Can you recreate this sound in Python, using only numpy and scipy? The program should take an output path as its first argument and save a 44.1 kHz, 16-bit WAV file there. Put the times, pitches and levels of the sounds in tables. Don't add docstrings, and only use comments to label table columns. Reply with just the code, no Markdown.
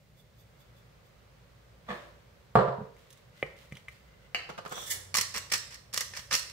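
import sys
import numpy as np
from scipy import signal
from scipy.fft import rfft, irfft, next_fast_len
from scipy.io import wavfile
from scipy.ndimage import uniform_filter1d

SR = 44100
rng = np.random.default_rng(int(sys.argv[2]) if len(sys.argv) > 2 else 0)


def store_wav(level_fs):
    pcm = np.round(np.clip(np.atleast_2d(level_fs), -1, 1) * 32767)
    wavfile.write(sys.argv[1], SR, pcm.T.astype(np.int16))


def decibels_to_gain(level_db):
    exponent = np.asarray(level_db, float) / 20
    return 10 ** exponent


N = 287752
TIME = np.arange(N) / SR
HZ = np.fft.rfftfreq(2 * next_fast_len(N // 2 + SR // 4, True), 1 / SR)

# frequency in Hz, level in dB.
AIR_TONE = [(15, -73), (25, -18.5), (43, -19), (64, 3), (80, -9.5), (94, -0.5), (114, -2), (185, -7),
            (293, -22), (516, -16.5), (840, -25.5), (1790, -29), (2050, -24.5), (2280, -28), (8000, -38),
            (10500, -43), (16000, -38.5)]
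AIR_DB = -58
# frequency in Hz, width in Hz, level in dB.
HUMS = [(55.9, 10.7, -68.5), (119.7, 14.6, -67), (558, 110, -76)]
# start in seconds, attack in seconds, hold in seconds, release in dB per second, level in dB.
DRONE = (4.84, .1, .15, 8, -60)
DRONE_END_S = 5.75
# start, attack and hold in seconds, release in dB per second, level in dB.
SLEEVE_STIR = (-.3, .9, 6., 100, -65)
# start in seconds, level in dB.
BRUSHES = [
    (1.919, -58),
    (4.68, -51.5),
    (4.86, -56.5),
    (5.3, -59),
    (6.36, -73),
]
BRUSH_ATTACK_S, BRUSH_HOLD_S, BRUSH_RELEASE_DB_S = .06, .04, 110
# start in seconds, level in dB.
FINGERS = [(1.84, -58.5), (2.93, -65.5), (3.06, -67), (3.319, -61.5), (3.53, -61), (3.69, -67.5),
           (3.86, -64.5), (4.0, -85), (4.17, -79)]
# start in seconds, level in dB.
SQUEAKS = [(3.3, -63), (3.99, -74), (4.05, -72), (4.16, -65)]
# frequency in Hz, time to fade by 60 dB in seconds.
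ROOM_FADE = [(125, 0.21), (500, 0.55), (2000, 0.42), (6000, 0.57), (10000, 0.25), (14000, 0.24)]
# frequency in Hz, left minus right in dB.
PORTS = [(60, -1.5), (200, -2), (400, -2.5), (700, -3), (1300, 1), (2400, 1), (4400, -8.5), (8000, -1.5),
         (15000, -7.5)]
PORT_BASS_RAD = 0.11

# start in seconds, can ring in dB, length in seconds, hiss over ring in dB.
SHAKES = [
    (0.174, -59, 0.038, 1),
    (0.384, -62, 0.039, 8),
    (0.596, -61, 0.028, 6),
    (0.762, -62, 0.037, -5),
    (1.053, -64, 0.021, 2),
]
# frequency in Hz, level in dB.
SALT_TONE = [(1180, -47), (2000, -28), (3200, -14), (3460, 11), (4300, -29), (4690, -6), (5250, -9),
             (13100, -11), (16000, -9.5)]
# time in seconds, level in dB.
LID_TWIST = [
    (1.865, -54),
    (1.876, -56),
    (1.889, -34.5),
    (1.907, -30.5),
    (1.96, -55),
]
# frequency in Hz, level in dB.
LID_TONE = [(59, -48), (100, -19), (206, 3), (295, -31.5), (343, 0.5), (389, -18), (608, -2.5), (850, -13),
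            (1120, -5.5), (1350, -12), (1900, -9), (2250, -17.5), (2800, -24), (3500, -19.5), (4300, -31.5),
            (16000, -57)]
# time in seconds, peak in dB.
SET_DOWN = [(2.5547, -6.5), (2.559, -10), (2.5635, -14.5), (2.572, -11), (2.586, -17.5), (2.591, -13.5),
            (2.597, -17), (2.612, -17.5), (2.678, -24), (2.684, -22.5)]
# frequency in Hz, level in dB, time to fade by 60 dB in seconds.
COUNTER_RING = [(135.2, 9, 0.25), (204, -5.5, 0.14), (415, -1, 0.3), (464, -15, 0.19), (524.7, -4, 0.33),
                (571.5, -4, 0.38), (608.6, 2, 0.29), (744, -3, 0.12), (778, 0, 0.15), (922, -20, 0.033),
                (1070, -5, 0.24), (1098, -27.5, 0.092), (1190, -16.5, 0.18), (1406, -8, .08)]
# frequency in Hz, level in dB.
THUD_TONE = [(24, -49), (40, -40), (75, -11), (100, 0.5), (135, 9.5), (200, -6), (300, -20), (392, -6),
             (585, -3), (873, -6), (1090, -4.5), (1550, -16), (1760, -20), (2260, -29), (4340, -37),
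             (16000, -75)]
# time in seconds, peak in dB.
LET_GO = [(2.784, -29.5), (2.803, -38), (2.812, -30), (2.822, -40), (2.833, -39), (2.877, -51)]

# time in seconds, cap knock in dB, tick in dB, left minus right in dB.
TOUCHES = [(2.966, -49.5, -63, -2), (3.1043, -79, -49, -1), (3.127, -76, -53.5, -11), (3.174, -80, -59, -7),
           (3.4271, -14, -51.5, 0), (3.566, -67, -60, 1), (3.715, -49, -68, 9), (3.7228, -31, -51, 1),
           (3.7522, -58, -58, -1), (3.77, -37.5, -52, 0), (3.882, -38, -63, 0), (3.8839, -26.5, -51, 2),
           (3.896, -46, -78, -3), (3.925, -49, -70, 0)]
# frequency in Hz, level in dB, time to fade by 60 dB in seconds.
CAP_POP = [(2073, -0.3, 0.037), (2356, -1, 0.018), (2730, -16, 0.01), (2990, -1.5, 0.0073),
           (1270, -10, 0.055)]
# frequency in Hz, width in Hz, level in dB.
TICK_TONES = [(3700, 380, 0.5), (6100, 1300, -2.5), (8460, 1700, -4.5), (12360, 5700, -20)]
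# time in seconds, peak in dB.
THUMPS = [
    (2.965, -65),
    (3.4273, -38),
    (3.7221, -37),
    (3.753, -47),
]
# time in seconds, peak in dB.
HOLLOW_POPS = [
    (3.427, -36.5),
    (3.7233, -60),
    (3.7716, -73),
]
# time in seconds, peak in dB.
NAIL_CLICKS = [
    (3.7515, -41),
    (3.767, -41.5),
]
# time in seconds, peak in dB.
CREAKS = [(3.459, -44), (3.5, -50), (3.521, -55), (3.545, -58), (3.582, -62), (3.632, -52), (3.76, -50),
          (3.772, -57), (3.8, -65)]

# time in seconds, peak in dB.
LANDING = [
    (4.347, -19.5),
    (4.3509, -29.5),
    (4.357, -30),
]
# frequency in Hz, level in dB, time to fade by 60 dB in seconds.
CAP_RING = [(760, 0.5, 0.019), (1930, -9, 0.029), (2240, 13.5, 0.0078), (2570, 5.5, 0.012),
            (2740, 6.5, 0.018), (2890, 2, 0.039), (2980, -17, 0.027), (4030, -4.5, 0.017),
            (4484, 0.5, 0.03), (6320, -11, 0.021), (7200, -27, .018)]
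# frequency in Hz, level in dB.
RIM_TONE = [(88, -22), (150, -0.5), (303, -10), (494, 0.5), (888, -3), (1420, -1), (1830, -12),
            (2980, -14.5), (3290, -17.5), (5910, -23.5), (6770, -26), (16000, -46)]
# time in seconds, peak in dB, length in seconds.
WOBBLE = [(4.49, -33, 0.0065), (4.498, -29.5, 0.0057), (4.578, -29.5, 0.0027), (4.583, -30, 0.0063),
          (4.65, -32, 0.0032), (4.659, -29, 0.0057), (4.712, -35, 0.0077), (4.7212, -28, 0.0053),
          (4.762, -39.5, 0.011), (4.774, -31, 0.0073), (4.82, -39.5, 0.0056)]

# start, attack and hold in seconds, release in dB per second, level in dB.
ROLLING = (4.66, .1, .08, 170, -42)
# start, attack and hold in seconds, release in dB per second, level in dB.
TRICKLE = (4.69, .12, .06, 300, -53.5)
# start, attack and hold in seconds, release in dB per second, level in dB.
PILE_UP = [
    (4.858, 0.015, 0.0087, 500, -47),
    (4.892, 0.016, 0.0054, 700, -31.5),
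    (4.914, 0.0065, 0.0065, 420, -41.5),
]
PILE_RING_DB = -9
# time in seconds, peak in dB, length in seconds.
FIRST_CORNS = [
    (4.656, -50, 0.0025),
    (4.678, -42, 0.003),
    (4.694, -40, 0.0039),
    (4.711, -40, 0.0027),
    (4.7235, -32, 0.0032),
]
# frequency in Hz, width in Hz, level in dB.
GLASS_TONES = [(3480, 220, -0.5), (5880, 420, -6.5), (7580, 240, -10), (9200, 360, -25), (14500, 2400, -23)]
# frequency in Hz, level in dB.
PILE_TONE = [(590, -41), (1000, -22), (1480, -36), (1670, -5), (2010, -3.5), (2530, -13), (2620, -36),
             (2840, -7), (3460, -14), (6940, -4.5), (8850, -6.5), (11000, -9), (16000, -12)]
# time in seconds, peak in dB, length in milliseconds, dullness in dB.
CRACKS = [(5.142, -19, 2.5, 3), (5.1506, -19.5, 3.8, 2.5), (5.1565, -23, 2.9, -3.5), (5.167, -25, 2, 1),
          (5.169, -19, 4.2, -2.5), (5.183, -22, 2.3, 3), (5.1851, -18, 4, 4.5), (5.193, -34, 2.9, 1),
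          (5.2106, -19.5, 3.9, 0), (5.227, -42, 3.8, -4), (5.346, -31.5, 5.2, 0.5), (5.3547, -34, 3.7, 4.5),
          (5.3622, -23.5, 1.8, 2), (5.372, -30, 3.8, 2), (5.3794, -28, 2.8, -4.5), (5.5189, -22, 5.2, 2),
          (5.5227, -22, 4.7, -0.5), (5.5364, -19.5, 4.3, -0.5), (5.539, -23.5, 6.4, 1.5),
          (5.55, -31, 2.7, 3), (5.5786, -34, 3.3, -8), (5.7232, -39, 2.4, 2), (5.7439, -30.5, 1.25, 1),
          (5.9302, -39, 2.6, -4), (5.9368, -31, 3.2, -3.5), (5.9422, -23, 2.5, -1.5), (5.957, -37, 3.1, -4),
          (5.963, -28, 2.5, 0), (5.9715, -35, 2.2, -7), (5.9759, -15.5, 2.14, 1.5), (5.98, -28, 2.6, 0),
          (5.9866, -39, 2.8, 2), (6.0074, -22.5, 2.8, -4), (6.011, -25.5, 3.2, 3.5), (6.136, -37.5, 4.4, 3),
          (6.152, -43, 2.8, 2), (6.1668, -33.5, 5.1, -4), (6.172, -30.5, 4.5, 0), (6.192, -34, 2.5, 1),
          (6.3107, -25.5, 4.8, 3), (6.32, -24, 3.7, 5), (6.327, -16.5, 2.6, -2.5),
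          (6.3353, -19.5, 3.5, -2.5), (6.341, -15.5, 3.3, 1.5), (6.3441, -26, 2, -4),
          (6.3513, -14.5, 2.9, -2.5), (6.361, -25, 2.9, -8), (6.375, -41, 3, -1), (6.393, -38.5, 3.9, 3)]
# time in seconds, peak in dB.
SPLINTERS = [(5.148, -24), (5.175, -19.5), (5.18, -25), (5.19, -36), (5.199, -47), (5.216, -24),
             (5.221, -34), (5.236, -30), (5.528, -31), (5.544, -22.5), (5.557, -28), (5.947, -27),
             (5.952, -30), (5.968, -41), (5.999, -35), (6.014, -29), (6.018, -31), (6.024, -41),
             (6.03, -42), (6.314, -26), (6.324, -25), (6.331, -17.5), (6.338, -19), (6.347, -21),
             (6.357, -23), (6.364, -29), (6.382, -29), (6.387, -29)]
# start in seconds, end in seconds, level in dB,
# brightness of its cracks in dB, body of its cracks in dB.
TURNS = [(5.143, 5.215, -42.5, 4, -0.5), (5.34, 5.389, -42, 1.5, 3), (5.5, 5.508, -48, 1, -5),
         (5.516, 5.564, -36, 1.5, -0.2), (5.705, 5.76, -53, -1.5, -5.5), (5.928, 6.028, -49, 2, -1),
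         (6.147, 6.2, -47, -2.5, 1), (6.306, 6.366, -46, -3.5, -0.5), (6.497, 6.502, -48.5, 19, -2)]
BODY_DB, BODY_SLOPE, EDGE_DB, EDGE_SLOPE, MIDDLE_DB = -9.5, -0.24, -11.5, 0.15, -26
# frequency in Hz, level in dB.
MILL_TONE = [(120, -15), (200, -8), (305, -17.5), (558, -4), (696, -14), (1040, -7.5), (1590, -1.5),
             (1910, 0), (2330, 0), (3830, -5.5), (5630, -3), (6170, -4.5), (16000, -22.5)]
# frequency in Hz, width in Hz, level in dB.
MILL_RING = [(1090, 190, -7), (1850, 120, -1), (4370, 190, -23), (4530, 150, -7.5), (5540, 310, -1),
             (7740, 1700, -9)]
# start in seconds, hollow in dB, falling dust in dB.
GRIP = [
    (5.13, 0, -50),
    (5.33, -0.5, -60),
    (5.5, -8, -57),
    (5.7, -14, -70),
    (5.92, -7, -51),
    (6.12, -15, -57),
    (6.3, -4, -52),
]
GRIP_SHIFT, DUST_LATE_S, DUST_RELEASE_DB_S = 0.024, 0.037, 97


def through(x, gain):
    return irfft(rfft(x, 2 * len(HZ) - 2) * gain)[..., :N]


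def colour(points):
    hz, db = np.transpose(points)
    cepstrum = irfft(np.log(decibels_to_gain(np.interp(np.log(HZ + 1), np.log(hz), db))))
    cepstrum[1:len(HZ) - 1] *= 2
    cepstrum[len(HZ):] = 0
    gain = np.exp(rfft(cepstrum))
    return gain / np.sqrt(np.mean(np.abs(gain) ** 2))


def peaks(rows):
    return sum(decibels_to_gain(db) * 1j * HZ * w / (hz ** 2 - HZ ** 2 + 1j * HZ * w) for hz, w, db in rows)


def modes(rows):
    total = 0
    for hz, db, t60 in rows:
        width = np.log(1000) / np.pi / np.clip(t60, .005, .3)
        total = total + decibels_to_gain(db) * SR / (2 * np.pi) * hz / (hz ** 2 - HZ ** 2 + 1j * HZ * width)
    return total


def bursts(s, db, length, rise=0.):
    out, span = np.zeros(N + 4096), np.arange(4096) / SR
    noise = rng.standard_normal((len(s), 4096))
    noise = noise * np.abs(noise) ** .3
    lengths = np.clip(np.broadcast_to(length, len(s)), 1e-4, 1)
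    for t, g, d, n in zip(s, decibels_to_gain(db), lengths, noise):
        n = n * np.exp(-span / d) * (1 - np.exp(-(span + 1 / SR) / (rise * d + 1e-6)))
        first = int(t * SR)
        out[first:first + 4096] += g * n * np.sqrt(d * SR / 8 / np.sum(n ** 2))
    return out[:N]


def grains(rate, spread_db):
    happens = rng.random(N) < rate / SR
    strength = rng.standard_normal(N)
    x = happens * strength * decibels_to_gain(spread_db * np.minimum(rng.exponential(size=N), 3.2))
    return x / x.std()


def taps(s, db, soft_hz):
    x = np.bincount((np.asarray(s) * SR).astype(int), decibels_to_gain(np.asarray(db)), N)
    return through(x, 1 / (1 + 1j * HZ / soft_hz) ** 3 * (1j * HZ / (1j * HZ + 55)) ** 2)


def scattered(source, *args, **kw):
    return np.array([source(*args, **kw), source(*args, **kw)])


def curve(rows, off=-120):
    return np.interp(TIME, *np.transpose(rows), off, off)


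def swell(start, attack, hold, release, db):
    rise = np.clip((TIME - start) / attack, 0, 1) ** 2
    return rise * decibels_to_gain(db - release * np.maximum(TIME - start - attack - hold, 0))


def brush_swells(rows, release=BRUSH_RELEASE_DB_S):
    return sum(swell(s, BRUSH_ATTACK_S, BRUSH_HOLD_S, release, db) for s, db in rows)


def place(x, pan_db, lag, shade_db):
    shift = np.exp(-1j * np.pi * HZ * lag / SR) * decibels_to_gain(shade_db / 2 * HZ / (HZ + 5000))
    panned = x * decibels_to_gain(np.multiply.outer([.5, -.5], pan_db + 0 * TIME))
    return through(panned, np.array([shift, 1 / shift]))


def room(x):
    t, tail, bins = TIME[:SR], 0, np.arange(SR // 2 + 1) + 1.
    fade_hz, fade_s = np.transpose(ROOM_FADE)
    for hz in 62.5 * 2 ** np.arange(9):
        t60 = np.interp(np.log(hz), np.log(fade_hz), fade_s)
        band = np.exp(-2 * np.log2(bins / hz) ** 2)
        mid, side = irfft(rfft(rng.standard_normal((2, SR))) * band)
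        pair = mid + min(hz / 1000.0, 1) * side * np.array([[1], [-1]])
        tail = tail + pair * (1000 ** (-t / t60) + decibels_to_gain(10.0) * 1000 ** (-t / 0.022))
    tail = tail * (1 - np.exp(-t / 0.002))
    gain = rfft(tail)
    even = uniform_filter1d(np.abs(gain), size=120) / (np.abs(gain) + 1e-9)
    tail = irfft(gain * even ** .8)
    tail = tail * np.clip((.46 - t) / .26, 0, 1) * np.clip(t / .001, 0, 1)
    x = through(x, 1j * HZ / (1j * HZ + 170))
    return signal.fftconvolve(x[None], tail / np.sqrt(np.sum(tail ** 2) / 2), axes=1)[:, :N]


def kitchen_air():
    mid, side = through(rng.standard_normal((2, N)), colour(AIR_TONE))
    side = through(side, 1 / np.sqrt(1 + (700 / (HZ + 150)) ** 2))
    air = decibels_to_gain(AIR_DB - 3.0) * (mid + 0.82 * side * np.array([[1], [-1]]))
    for hz, width, db in HUMS:
        hum = through(rng.standard_normal(N), peaks([(hz, width, 0)]) ** 2)
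        air = air + decibels_to_gain(db) * hum / hum.std()

    cloth_tone = peaks([(1080, 1060, 3.1), (505, 200, 9.9)]) / (1 + 1j * HZ / 6000)
    cloth = through(rng.standard_normal((2, N)), cloth_tone)
    air = air + (swell(*SLEEVE_STIR) + brush_swells(BRUSHES)) * cloth / cloth.std()
    skin_tone = peaks([(2000, 640, 1.5), (2900, 1700, 1.0), (6300, 2400, -18.5), (13700, 3600, -18)])
    skin = through(scattered(grains, 2700, 1.4), skin_tone)
    air = air + brush_swells(FINGERS) * skin / skin.std()
    squeak = through(scattered(grains, 900, 2.6), peaks([(2035, 42, 5), (2800, 190, -7), (1480, 97, -4)]))
    air = air + brush_swells(SQUEAKS, release=250) * squeak / squeak.std()

    drone_end = np.clip((DRONE_END_S - TIME) / 0.12, 0, 1)
    drone = decibels_to_gain(6) * swell(*DRONE) * drone_end * np.sin(2 * np.pi * 92 * TIME)
    rumble = through(rng.standard_normal(N), peaks([(83, 54, 0)]) ** 2)
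    drone = drone + swell(5.88, 0.14, .5, 30, -63.0) * rumble / rumble.std()
    return (air + drone) * decibels_to_gain(np.array([[.3], [-.3]]))


def shaker():
    can_swell, hiss_swell = 0, 0
    for start, db, length, hiss_db in SHAKES:
        slide = decibels_to_gain(db) * np.exp(-.5 * ((TIME - start - length / 2) / (length / 2)) ** 2)
        can_swell = can_swell + slide
        hiss_swell = hiss_swell + decibels_to_gain(hiss_db) * slide
    salt = decibels_to_gain(-6.5) * through(can_swell * scattered(grains, 6800, 1.8), colour(SALT_TONE))
    hiss_tone = peaks([(4700, 250, 1), (7000, 2500, -4), (13200, 1500, 3.5)])
    salt = salt + decibels_to_gain(-9) * through(hiss_swell * scattered(grains, 6000, 2.2), hiss_tone)

    lid_ring = modes([(610, 2.0, 0.11), (512, -1, .1), (1044, 2, 0.31), (1180, -17, .06)])
    scrape = decibels_to_gain(curve(LID_TWIST)) * grains(4000, 0.74)
    lid = decibels_to_gain(-6.0) * through(scrape, colour(LID_TONE) + decibels_to_gain(-32) * lid_ring)

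    s, db = np.transpose(SET_DOWN)
    thud = decibels_to_gain(17.0) * through(taps(s, db, 12000.), colour(THUD_TONE))
    ring = decibels_to_gain(-18.0) * through(taps(s, db, 2950.0), modes(COUNTER_RING))
    rim_tone = peaks([(4550, 2400, -10.0), (7900, 1160, 10.0), (13000, 3000, -18)])
    thud = thud + through(bursts(s[:1], [-41.5], 0.0034), rim_tone)
    boom = modes([(145, -15.0, 0.12), (194, -0.5, 0.035), (449.0, -6.0, 0.075)])
    thud = thud + through(taps(*np.transpose(LET_GO), 730.0), boom)
    return [(salt, .3, -3., -.3, -6.), (lid, -.3, 6., -.3, 3.),
            (-thud, -.3, 4., -.3, 1.5), (-ring, -.3, 4., -.3, -3.)]


def handling():
    s, db, tick_db, pan_db = np.transpose(TOUCHES)
    x = decibels_to_gain(-1.0) * through(taps(s, db, 3330.0), modes(CAP_POP) * peaks([(2340, 840, 0)]))
    thump = taps(*np.transpose(THUMPS), 580.0)
    x = x + decibels_to_gain(3.0) * through(thump, modes([(148, -1.8, 0.16), (188, -0.44, 0.063)]))
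    hollow = modes([(555, 5.0, 0.04), (756, -8, 0.031)]) * peaks([(504, 490, 0)])
    x = x + decibels_to_gain(15.0) * through(taps(*np.transpose(HOLLOW_POPS), 1150.0), hollow)
    x = through(x, 1 + decibels_to_gain(-8.0) * np.exp(-2j * np.pi * HZ * 0.002692))

    x = x + decibels_to_gain(12.0) * through(bursts(s, tick_db, 0.0064), peaks(TICK_TONES))
    nail = bursts(*np.transpose(NAIL_CLICKS), 0.0048, rise=.3)
    x = x + through(nail, decibels_to_gain(15.5) * peaks([(3070, 240, 0)]))
    creak = bursts(*np.transpose(CREAKS), 0.013, rise=.3)
    creak_tone = peaks([(540, 100, -1), (990, 200, 1), (1360, 140, -0.42), (2250, 200, -2.7)])
    x = x + through(creak, decibels_to_gain(12) * creak_tone)
    x = x + decibels_to_gain(9) * taps(s, tick_db, 14000.)
    return [(x, np.interp(TIME, s, pan_db), 1.5, -.3, -8.5)]


def cap():
    gaps = (1 - peaks([(3370, 380, -1.5)])) * (1 - peaks([(6040, 270, -1.0)]))
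    gaps = gaps * 1j * HZ / (1j * HZ + 500)
    ring = decibels_to_gain(-13.0) * modes(CAP_RING) + decibels_to_gain(-13.0) * colour(RIM_TONE)
    land = through(taps(*np.transpose(LANDING), 24000.0), gaps * ring)
    land = land + through(bursts([LANDING[0][0]], [-40], 0.0035), peaks([(13600, 3400, 2.3)]))

    scuff = decibels_to_gain(2.5) * through(scattered(bursts, *np.transpose(WOBBLE), rise=0.46), colour(RIM_TONE))
    s, db, _ = np.transpose(WOBBLE)
    tick_tone = peaks([(3000, 900, -11), (4400, 500, 0.5), (6500, 2300, -6), (12000, 6000, -12)])
    scuff = scuff + decibels_to_gain(-9) * through(bursts(s, db, .0012), tick_tone)
    return [(land, .3, -4., -.3, 1.5), (scuff, .3, -4., -.3, -3.)]


def sliding_corns():
    heap = sum(swell(*row) for row in PILE_UP)
    rattle = (swell(*ROLLING) + decibels_to_gain(PILE_RING_DB) * heap) * scattered(grains, 2800, 3.5)
    roll = decibels_to_gain(13.5) * through(rattle, peaks(GLASS_TONES) * (1 - peaks([(2600, 660, -1.5)])))
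    pile = decibels_to_gain(1.5) * (swell(*TRICKLE) + heap) * scattered(grains, 12000, 0.94)
    pile = pile + decibels_to_gain(0.5) * bursts(*np.transpose(FIRST_CORNS))
    slide = through(roll + through(pile, colour(PILE_TONE)), 1 - peaks([(2580, 240, -.3)]))
    return [(slide, .3, -1.5, -.3, -3.)]


def cracking_corns():
    s, db, ms, dull_db = np.transpose(CRACKS)
    length = np.maximum(ms, 1.2) / 1000
    turns = np.array(TURNS)
    turn = turns[np.searchsorted(turns[:, 1], s)]
    body_db = BODY_DB + BODY_SLOPE * (db - MIDDLE_DB) + turn[:, 4] + dull_db
    edge_db = EDGE_DB + EDGE_SLOPE * (db - MIDDLE_DB) + turn[:, 3] - dull_db
    low, high = 1 / (1 + (HZ / 3000) ** 4), 1 / (1 + (7000 / (HZ + 1)) ** 4)
    crack = through(bursts(s, db + body_db, length, rise=0.02), decibels_to_gain(4.5) * low)
    crack = crack + through(scattered(bursts, s, db + edge_db, length, rise=0.046), decibels_to_gain(11.5) * high)
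    crack = crack + through(scattered(bursts, s, db, length, rise=0.096), 1 - low - high)
    s, db = np.transpose(SPLINTERS)
    return crack + decibels_to_gain(-5.0) * scattered(bursts, s, db, 0.0018, rise=0.02)


def grinding_mill():
    turning = sum(decibels_to_gain(db) * (TIME > start) * (TIME < end) for start, end, db, *_ in TURNS)
    grit = uniform_filter1d(turning, size=60) * scattered(grains, 5000, 2.2)
    force = decibels_to_gain(6.0) * cracking_corns() + grit

    lean = np.interp(TIME, np.array(CRACKS)[:, 0], rng.random(len(CRACKS))) * np.pi / 2
    lower, upper = [peaks(np.multiply(MILL_RING, [1 + way * GRIP_SHIFT, 1, 1])) for way in (-1, 1)]
    body = force + through(force * np.cos(lean), lower) + through(force * np.sin(lean), upper)
    s, hollow_db, dust_db = np.transpose(GRIP)
    hollow = decibels_to_gain(hollow_db[np.searchsorted(s[1:], TIME)])
    body = body + through(force * hollow, decibels_to_gain(-2) * peaks([(1080, 220, 0)]))

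    falling = sum(swell(t + DUST_LATE_S, 0.029, 0.025, DUST_RELEASE_DB_S, g) for t, g in zip(s, dust_db))
    dust = falling * scattered(grains, 7000, 2.5)
    dust = through(dust, peaks([(8400, 2800, 0.0), (13000, 4300, -9)]))
    return [(through(body, colour(MILL_TONE)) + dust, .3, -3., -.3, -5.)]


def scene():
    sources = shaker() + handling() + cap() + sliding_corns() + grinding_mill()
    direct = sum(place(x, *where) for x, *where, _ in sources)
    into_room = sum(x.reshape(-1, N)[0] * decibels_to_gain(wet_db) for x, *_, wet_db in sources)
    return direct + room(into_room) + kitchen_air()


def band_limit(x):
    return signal.sosfilt(signal.butter(12, 16970, fs=SR, output="sos"), x)


def record(dry):
    hz, db = np.transpose(PORTS)
    bass_turn = np.exp(.5j * PORT_BASS_RAD / (1 + (HZ / 160) ** 2))
    left = decibels_to_gain(np.interp(np.log(HZ + 1), np.log(hz), db) / 2) * bass_turn
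    x = through(dry, np.array([left, 1 / left]))
    top_cut = signal.ellip(12, .2, 75, 15700, fs=SR, output="sos")
    return band_limit(signal.sosfilt(top_cut, x))


dry = scene()
out = record(dry)
store_wav(out)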